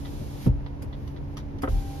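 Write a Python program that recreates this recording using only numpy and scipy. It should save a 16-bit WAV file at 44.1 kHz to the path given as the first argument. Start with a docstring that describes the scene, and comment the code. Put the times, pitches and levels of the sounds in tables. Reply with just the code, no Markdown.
"""Inside an idling car. Engine hum (wavering sines) sits over cabin rumble (coloured noise). A window
hisses along its seals (noise), its motor whining (gliding sines), and lands with a low thump (swelling door modes).
Trim ticks and switch clicks are grainy noise bursts with ringing modes; a faint rustle comes and goes.
The drive clunks into gear (noise and panel modes), the door shudders (a run of pulses) and the motor runs again."""
import sys
import numpy as np
from scipy import signal
from scipy.fft import rfft, irfft
from scipy.io import wavfile

SR = 44100
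rng = np.random.default_rng(int(sys.argv[2]) if len(sys.argv) > 2 else 0)


def unload_audio(sound):
    """Save the sound as a 16-bit wav file, at the path given as the first command line argument."""
    columns = np.transpose(np.atleast_2d(sound))
    # keep every value between -1 and 1, then stretch to whole-number steps
    steps = np.round(np.clip(columns, -1, 1) * 32767)
    wavfile.write(sys.argv[1], SR, steps.astype(np.int16))


N = 88200
T = np.arange(N) / SR  # time [s]

# phase by which the left microphone leads the right: (frequency [Hz], phase [rad])
LEFT_LEAD = [(100, .1), (320, -.2), (500, .8), (700, 2.6), (1000, 1.3), (1700, 2.7), (3000, 6.1),
             (4500, 9.3), (5700, 12.6), (7200, 15.5), (9000, 16.4), (10600, 18.8), (12600, 18.9),
             (14200, 22)]
# low colour of the squeezed rubber and of the shudder: (frequency [Hz], level per Hz [dB])
LOW_COLOUR = [(20, -9), (38, 4.5), (110, 2.5), (200, -19.5), (400, -28), (1000, -53.5), (8000, -100)]


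def from_db(db):
    """Decibels to gain, down to a floor far below hearing."""
    return np.exp(np.maximum(db, -300) * (np.log(10) / 20))


def pan(db):
    """Left and right gains for a level difference; positive is louder on the left."""
    return from_db(np.array([[db], [-db]]) / 2)


def at_hz(points, hz):
    """Read a table on a log-frequency axis."""
    f, value = np.transpose(points)
    return np.interp(np.log(hz + 1), np.log(f), value)


def noise(spectrum):
    """Coloured cabin noise at a pair of microphones, falling away below its first point; overall rms 1."""
    # how alike the two microphones hear, negative read as 0: (frequency [Hz], coherence)
    likeness = [(40, 0.54), (90, 0.75), (200, 0.4), (300, 0.82), (480, -0.17), (680, 0.78), (1000, 0.3),
                (2200, 0.25), (3500, 0.32), (6000, -0.22), (8000, 0.98), (9500, 0.58), (11000, 0.9),
                (14000, 0.98)]
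    # left-right balance: (frequency [Hz], level difference [dB])
    tilt = [(180, 1.5), (290, -2.5), (430, -0.2), (800, -0.5), (2300, 0), (3500, -3), (5200, -4.5),
            (7000, -1.5), (8000, 0)]
    hz = np.fft.rfftfreq(N, 1 / SR)
    alike = np.clip(at_hz(likeness, hz), 0, .98)
    mid, side = rfft(rng.standard_normal((2, N)))
    sign = np.array([[1], [-1]])  # left, right
    balance = from_db(sign * at_hz(tilt, hz) / 2)
    ears = balance * np.exp(.5j * sign * at_hz(LEFT_LEAD, hz))
    low_cut = np.minimum(hz / spectrum[0][0], 1) ** 2
    gain = from_db(at_hz(spectrum, hz)) * low_cut
    blend = np.sqrt(1 + alike) * mid + np.sqrt(1 - alike) * side * sign
    x = irfft(gain * ears * blend, N)
    return x / x.std()


def drift(rate):
    """Slow random wavering, fading above the rate [Hz]; spread 1."""
    hz = np.fft.rfftfreq(N, 1 / SR)
    x = irfft(rfft(rng.standard_normal(N)) / (1 + (hz / rate) ** 2) ** 2, N)
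    return (x - x.mean()) / x.std()


def gate(start, stop, rise, t60):
    """Straight attack, hold until stop, exponential release."""
    attack = np.clip((T - start) / rise, 0, 1)
    return attack * from_db(-60 * np.maximum(T - stop, 0) / t60)


def hit(start, rise, t60):
    """Attack, then release at once."""
    return gate(start, start + rise, rise, t60)


def swelling_sine(start, hz, swell):
    """A struck mode: its envelope swells to 1 over the swell time [s], then dies away."""
    age = np.maximum(T - start, 0)
    return age / swell * np.exp(1 - age / swell) * np.sin(2 * np.pi * hz * age)


def ringing(modes, start, size=8192):
    """One brief strike on a set of modes, each with a random strength and phase in either ear."""
    STRENGTH_SCATTER_DB = 1.5
    age, first = T[:size], int(start * SR)
    ring = 0
    for hz, db, t60 in modes:
        strength = from_db(db + STRENGTH_SCATTER_DB * rng.standard_normal((2, 1)))
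        wave = np.sin(2 * np.pi * (hz * age + rng.random((2, 1))))
        ring = ring + strength * from_db(-60 * age / t60) * wave
    out = np.zeros((2, N))
    out[:, first:first + size] = ring * np.minimum(age / 0.0016, 1)
    return out


def idle():
    """Engine orders, multiples of a wandering firing rate, over a rumble that swells softly now and then."""
    FIRING_HZ, WANDER_SHARE, FLUTTER_DB, RUMBLE_DB = 70.48, 0.0083, 2.0, -36
    # engine orders: (multiple of the firing rate, level [dB], left-right difference [dB])
    orders = [(1, -50.5, -13.5), (2, -44, -2), (3, -53.5, -1), (4, -46.5, -6)]
    # colour of the cabin rumble: (frequency [Hz], level per Hz [dB])
    rumble_colour = [(18, -6), (30, -3), (48, 2.5), (90, 1), (125, -5.5), (170, -13.5), (300, -14.5),
                     (430, -17.5), (560, -19.5), (690, -20.5), (900, -23), (1200, -33), (2000, -35.5),
                     (3500, -45.5), (6000, -51), (8000, -60.5), (12000, -59), (15000, -69)]
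    # soft swells: (centre time [s], level [dB], half width [s])
    soft_swells = [(.125, -39, .03), (.225, -35.5, 0.02), (.365, -40.5, 0.026), (0.829, -40, 0.028),
                   (1.2, -40, 0.047), (1.55, -40, 0.027)]
    # colour of the swells: (frequency [Hz], level per Hz [dB])
    swell_colour = [(60, -10), (130, 3), (220, -7), (420, -10), (650, -19), (1200, -34), (8000, -90)]
    phase = 2 * np.pi * np.cumsum(FIRING_HZ * (1 + WANDER_SHARE * drift(3))) / SR
    hum = 0
    for multiple, db, left_right in orders:
        level = from_db(db + FLUTTER_DB * drift(7.3))
        hum = hum + pan(left_right) * level * np.sin(multiple * phase + 2 * np.pi * rng.random())
    swells = sum(from_db(db) * np.exp(-.5 * ((T - s) / width) ** 2) for s, db, width in soft_swells)
    rumble = from_db(RUMBLE_DB) * noise(rumble_colour)
    return np.sqrt(2) * hum + rumble + swells * noise(swell_colour)


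def window_runs():
    """The glass hisses along its seals while the motor's whining partials glide up to full speed."""
    HISS_RISE_S, RELEASE_T60_S = 0.011, 0.069
    WHINE_DELAY_S, WHINE_RISE_S = 0.025, 0.035  # the whine fades in after the hiss starts
    GLIDE_PER_S2, SPIN_UP_S = 0.1255, .34  # pitch gained, as a share per second squared, and for how long
    WAVER_SHARE, FLUTTER_DB = .002, 1.5
    # window runs: (start [s], stop [s], hiss level [dB], whine at start [Hz], whine level [dB])
    runs = [(-.4, 0.48, -49.5, 782, -66.5), (1.679, 2.2, -48, 786, -50.5)]
    # colour of the seals: (frequency [Hz], level per Hz [dB])
    seal_colour = [(250, 18), (500, 13.5), (900, 5), (1250, 0.5), (2200, -0.5), (3500, 2), (6000, -1),
                   (8000, -3), (10000, -4.5), (12500, -5), (14500, -5)]
    # motor partials: (multiple of the whine, relative level [dB])
    motor_partials = [(.5, -18), (.68, -13), (1, 0.5), (2, -18), (3, -20)]
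    # the seal rubs harder just before the stop: (time [s], level [dB])
    rub_level = [(.37, -65), (.42, -50.5), (.465, -50), (.51, -82)]
    # colour of the rub: (frequency [Hz], level per Hz [dB])
    rub_colour = [(1500, 8), (3000, 5), (6000, 1), (8500, -4), (12000, 1.5), (14500, -10.5)]
    out = 0
    hiss = noise(seal_colour) * from_db(.6 * drift(12))
    for start, stop, hiss_db, hz, whine_db in runs:
        age = np.maximum(T - start, 0)
        speed = 1 + GLIDE_PER_S2 * np.minimum(age, SPIN_UP_S) ** 2 + WAVER_SHARE * drift(13)
        phase = 2 * np.pi * np.cumsum(hz * speed) / SR
        whine = 0
        for multiple, db in motor_partials:
            level = from_db(whine_db + db + FLUTTER_DB * drift(44))
            whine = whine + level * np.sin(multiple * phase + np.array([[.6], [0]]))
        whine_gate = gate(start + WHINE_DELAY_S, stop, WHINE_RISE_S, RELEASE_T60_S)
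        out = out + np.sqrt(2) * whine * pan(db=2) * whine_gate
        out = out + from_db(hiss_db) * hiss * gate(start, stop, HISS_RISE_S, RELEASE_T60_S)
    rub_db = np.interp(T, *np.transpose(rub_level), left=-120, right=-120)
    return out + from_db(rub_db) * noise(rub_colour)


def ticks():
    """Plastic ticks of the trim: grainy noise bursts, dull and bright, over the modes they ring."""
    GRAIN_DB, DULL_RING_DB, SNAP_NOISE_DB = 2.5, -1.5, 0.5  # flutter, then offsets to the tick levels
    # trim ticks: (time [s], dull level [dB], bright snap level [dB], noise t60 [s])
    trim_ticks = [(0.049, -44, -63, 0.13), (0.661, -46.5, -82, 0.1), (0.927, -46.5, -84, 0.12),
                  (1.074, -53, -58, 0.087), (1.162, -47.5, -72, 0.079), (1.3684, -43.5, -46, 0.13),
                  (1.397, -55, -69, 0.078), (1.584, -53, -59.5, 0.053)]
    # colour of the dull tick: (frequency [Hz], level per Hz [dB])
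    dull_colour = [(300, -16), (900, 12), (1500, 0.5), (2100, 0.5), (2500, -8), (3400, 2.5), (4700, -5.5),
                   (6000, -21), (8000, -44)]
    # colour of the bright snap: (frequency [Hz], level per Hz [dB])
    snap_colour = [(1500, 16), (3200, -7), (4500, 5), (5800, 6), (7500, -1.5), (11000, -6.5), (13000, -4),
                   (15500, -23)]
    # modes of the dull tick: (frequency [Hz], relative level [dB], t60 [s])
    dull_modes = [(948, -3.5, 0.075), (1257, -16, 0.14), (1980, -3.5, 0.081), (3460, -5.5, 0.078),
                  (3830, -9, 0.093)]
    # modes of the bright snap: (frequency [Hz], relative level [dB], t60 [s])
    snap_modes = [(1214, -0.5, 0.061), (2900, -2.5, 0.088), (3170, -4, .08), (3510, -16, 0.067),
                  (4534, -2, 0.076), (5820, -3.5, 0.098), (10200, -11.5, 0.07)]
    grain = from_db(GRAIN_DB * drift(400))
    dull = noise(dull_colour) * grain
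    snap = noise(snap_colour) * grain * from_db(SNAP_NOISE_DB)
    out = 0
    for s, db, snap_db, t60 in trim_ticks:
        dull_ring = from_db(db + DULL_RING_DB) * ringing(dull_modes, s)
        snap_ring = from_db(snap_db) * ringing(snap_modes, s)
        burst = (from_db(db) * dull + from_db(snap_db) * snap) * hit(s, 0.0027, t60)
        out = out + pan(db=-4.0) * (dull_ring + snap_ring) + burst
    return pan(db=-0.5) * out


def end_stop():
    """The glass lands: door modes swell and die under a thud and a rough knock, the rubber gives, the glass settles."""
    STOP_S = .4595
    THUD_DB, THUD_T60_S = -23, 0.15
    KNOCK_DB, KNOCK_T60_S, KNOCK_GRAIN_DB = -40.5, 0.1, 1
    # door modes struck by the glass: (frequency [Hz], level [dB], swell [s], left-right difference [dB])
    door_modes = [(49.34, -23, 0.043, -4.5), (72.84, -22, 0.036, 7.5), (123.8, -15, 0.015, 1.5),
                  (188.2, -25.5, 0.0098, -20.5), (250, -19.5, 0.0084, -0.5), (347, -31, 0.0068, -14),
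                  (439, -37.5, 0.012, 7), (501, -37.5, 0.0074, -14), (584, -41, 0.01, -2)]
    # colour of the blow itself: (frequency [Hz], level per Hz [dB])
    thud_colour = [(30, -2), (100, 2.5), (300, -2.5), (550, -9.5), (750, -19.5), (1500, -30), (3000, -43.5),
                   (8000, -69)]
    # colour of the glass knocking in its frame: (frequency [Hz], level per Hz [dB])
    knock_colour = [(600, -3), (780, -12), (920, 12.5), (1050, -2), (1800, -5), (2400, -8), (4000, -20),
                    (8000, -41), (14000, -60)]
    # the rubber gives just after the blow: (time [s], level [dB], t60 [s])
    rubber_squeeze = (0.48, -23.5, 0.26)
    # soft bump of the settling glass: (time [s], level [dB], frequency [Hz], swell [s])
    settling_bump = (.549, -27, 105, .007)
    thud = from_db(THUD_DB) * noise(thud_colour) * hit(STOP_S + 0.0022, 0.0037, THUD_T60_S)
    ring = 0
    for hz, db, swell, left_right in door_modes:
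        ring = ring + pan(left_right) * from_db(db) * swelling_sine(STOP_S, hz, swell)
    knock_level = from_db(KNOCK_DB + KNOCK_GRAIN_DB * drift(250))
    knock = knock_level * noise(knock_colour) * hit(STOP_S, 0.0023, KNOCK_T60_S)
    s, db, t60 = rubber_squeeze
    squeeze = from_db(db) * noise(LOW_COLOUR) * hit(s, 0.011, t60)
    s, db, hz, swell = settling_bump
    settle = from_db(db) * swelling_sine(s, hz, swell)
    return squeeze + thud + knock + settle - ring  # the door first moves the opposite way


def switch():
    """The rocker clicks: a sharp noise crack, the ringing modes of its plastic cap and a short noise tail."""
    CLICK_T60_S = 0.042
    # clicks: (time [s], crack level [dB], ring level [dB], tail level [dB], tail t60 [s])
    rocker_clicks = [(.8208, -49.5, -53, -52, .15), (1.6193, -41.5, -48, -44.5, 0.15)]
    # colour of crack and tail: (frequency [Hz], level per Hz [dB])
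    click_colour = [(600, 12.5), (1400, 9.5), (2000, 8), (2900, 4.5), (4000, -4), (5000, 1.5), (6200, -4),
                    (8000, 2), (10500, 0), (13000, -1), (15500, -15)]
    # modes of the cap: (frequency [Hz], relative level [dB], t60 [s])
    cap_modes = [(1560, 3, 0.064), (2760, -15, 0.084), (4940, -2, .08), (5100, -11, 0.066),
                 (6783, -7.5, .065), (10480, -15, 0.079)]
    out = 0
    grainy = noise(click_colour) * from_db(2.2 * drift(400))
    for s, click_db, ring_db, tail_db, tail_t60 in rocker_clicks:
        crack = from_db(click_db) * hit(s, 0.0021, CLICK_T60_S)
        tail = from_db(tail_db) * hit(s, 0.0033, tail_t60)
        out = out + (crack + tail) * grainy + from_db(ring_db) * ringing(cap_modes, s)
    return pan(db=-1.0) * out


def rustle():
    """A faint high rustle, noise on a drawn level curve, comes and goes between the window runs."""
    # level curve: (time [s], level [dB])
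    rustle_level = [(.88, -83), (.99, -68), (1.1, -65), (1.19, -77), (1.28, -77), (1.35, -65)]
    # colour: (frequency [Hz], level per Hz [dB])
    rustle_colour = [(3000, 1.5), (6000, 0), (8000, -10), (11500, -3), (14500, -2.5)]
    db = np.interp(T, *np.transpose(rustle_level), left=-120, right=-120)
    return from_db(db) * noise(rustle_colour)


def clunks():
    """The drive takes up its slack in two knocks, each a short noise crack with dying door panel modes."""
    CRACK_RISE_S, CRACK_LENGTH_S = 0.0028, 0.0066  # the length, before the release, includes the rise
    # knocks of the drive: (time [s], crack level [dB], ring level [dB], crack t60 [s])
    drive_knocks = [(1.632, -25.5, -24.5, 0.09), (1.674, -30, -35, .056)]
    # colour of the crack: (frequency [Hz], level per Hz [dB])
    crack_colour = [(150, -4), (400, 2), (650, 0.5), (800, -3), (950, -4), (1300, 0), (1600, -9.5),
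                    (1950, -11.5), (2300, -23.5), (3200, -21.5), (5000, -47), (12000, -52)]
    # door panel modes: (frequency [Hz], relative level [dB], t60 [s], left-right difference [dB])
    panel_modes = [(72.3, -6, 0.25, 1), (279.6, 4, 0.11, -4.5), (348.4, -10, 0.12, -2),
                   (527.6, -4, 0.15, 7.5), (750, -6, 0.11, 11), (1051, -7, 0.048, 0),
                   (1235, -4.5, 0.045, 4), (1580, -16, 0.11, -6), (1816, -19, 0.087, 4),
                   (1974, -12.5, 0.068, 1)]
    out, crack = 0, noise(crack_colour)
    for s, crack_db, ring_db, t60 in drive_knocks:
        ring = 0
        for hz, db, decay, left_right in panel_modes:
            lead = at_hz(LEFT_LEAD, hz) * np.array([[.25], [-.25]])
            wave = np.sin(2 * np.pi * hz * (T - s) + lead)
            ring = ring + pan(left_right) * from_db(db) * hit(s, 0.0027, decay) * wave
        burst = crack * gate(s, s + CRACK_LENGTH_S, CRACK_RISE_S, t60)
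        out = out + from_db(ring_db) * ring + from_db(crack_db) * burst
    return out


def shudder(count=5):
    """The glass sticks and slips as it starts: a swelling, fading run of pressure pulses over low noise."""
    FIRST_JOLT_S, JOLT_GAP_S, JOLT_WIDTH_S = 1.7075, 0.026, 0.00529
    PEAK_S, SPREAD_S, JOLT_DB, NOISE_DB = 1.738, 0.049, -18.5, -25.5
    swell = np.exp(-.5 * ((T - PEAK_S) / SPREAD_S) ** 2)
    u = (T - FIRST_JOLT_S - JOLT_GAP_S * np.arange(count)[:, None]) / JOLT_WIDTH_S
    # each jolt is a positive peak between two dips
    jolts = ((1 - u ** 2) * np.exp(-.5 * u ** 2)).sum(axis=0)
    return swell * (from_db(JOLT_DB) * jolts + from_db(NOISE_DB) * noise(LOW_COLOUR))


def scene():
    """Everything heard inside the car, summed."""
    return idle() + window_runs() + ticks() + end_stop() + switch() + rustle() + clunks() + shudder()


def record(dry):
    """A steep elliptic low-pass cuts the top."""
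    CUTOFF_HZ = 14750
    return signal.sosfilt(signal.ellip(10, .2, 80, CUTOFF_HZ, fs=SR, output="sos"), dry)


dry = scene()
out = record(dry)
unload_audio(out)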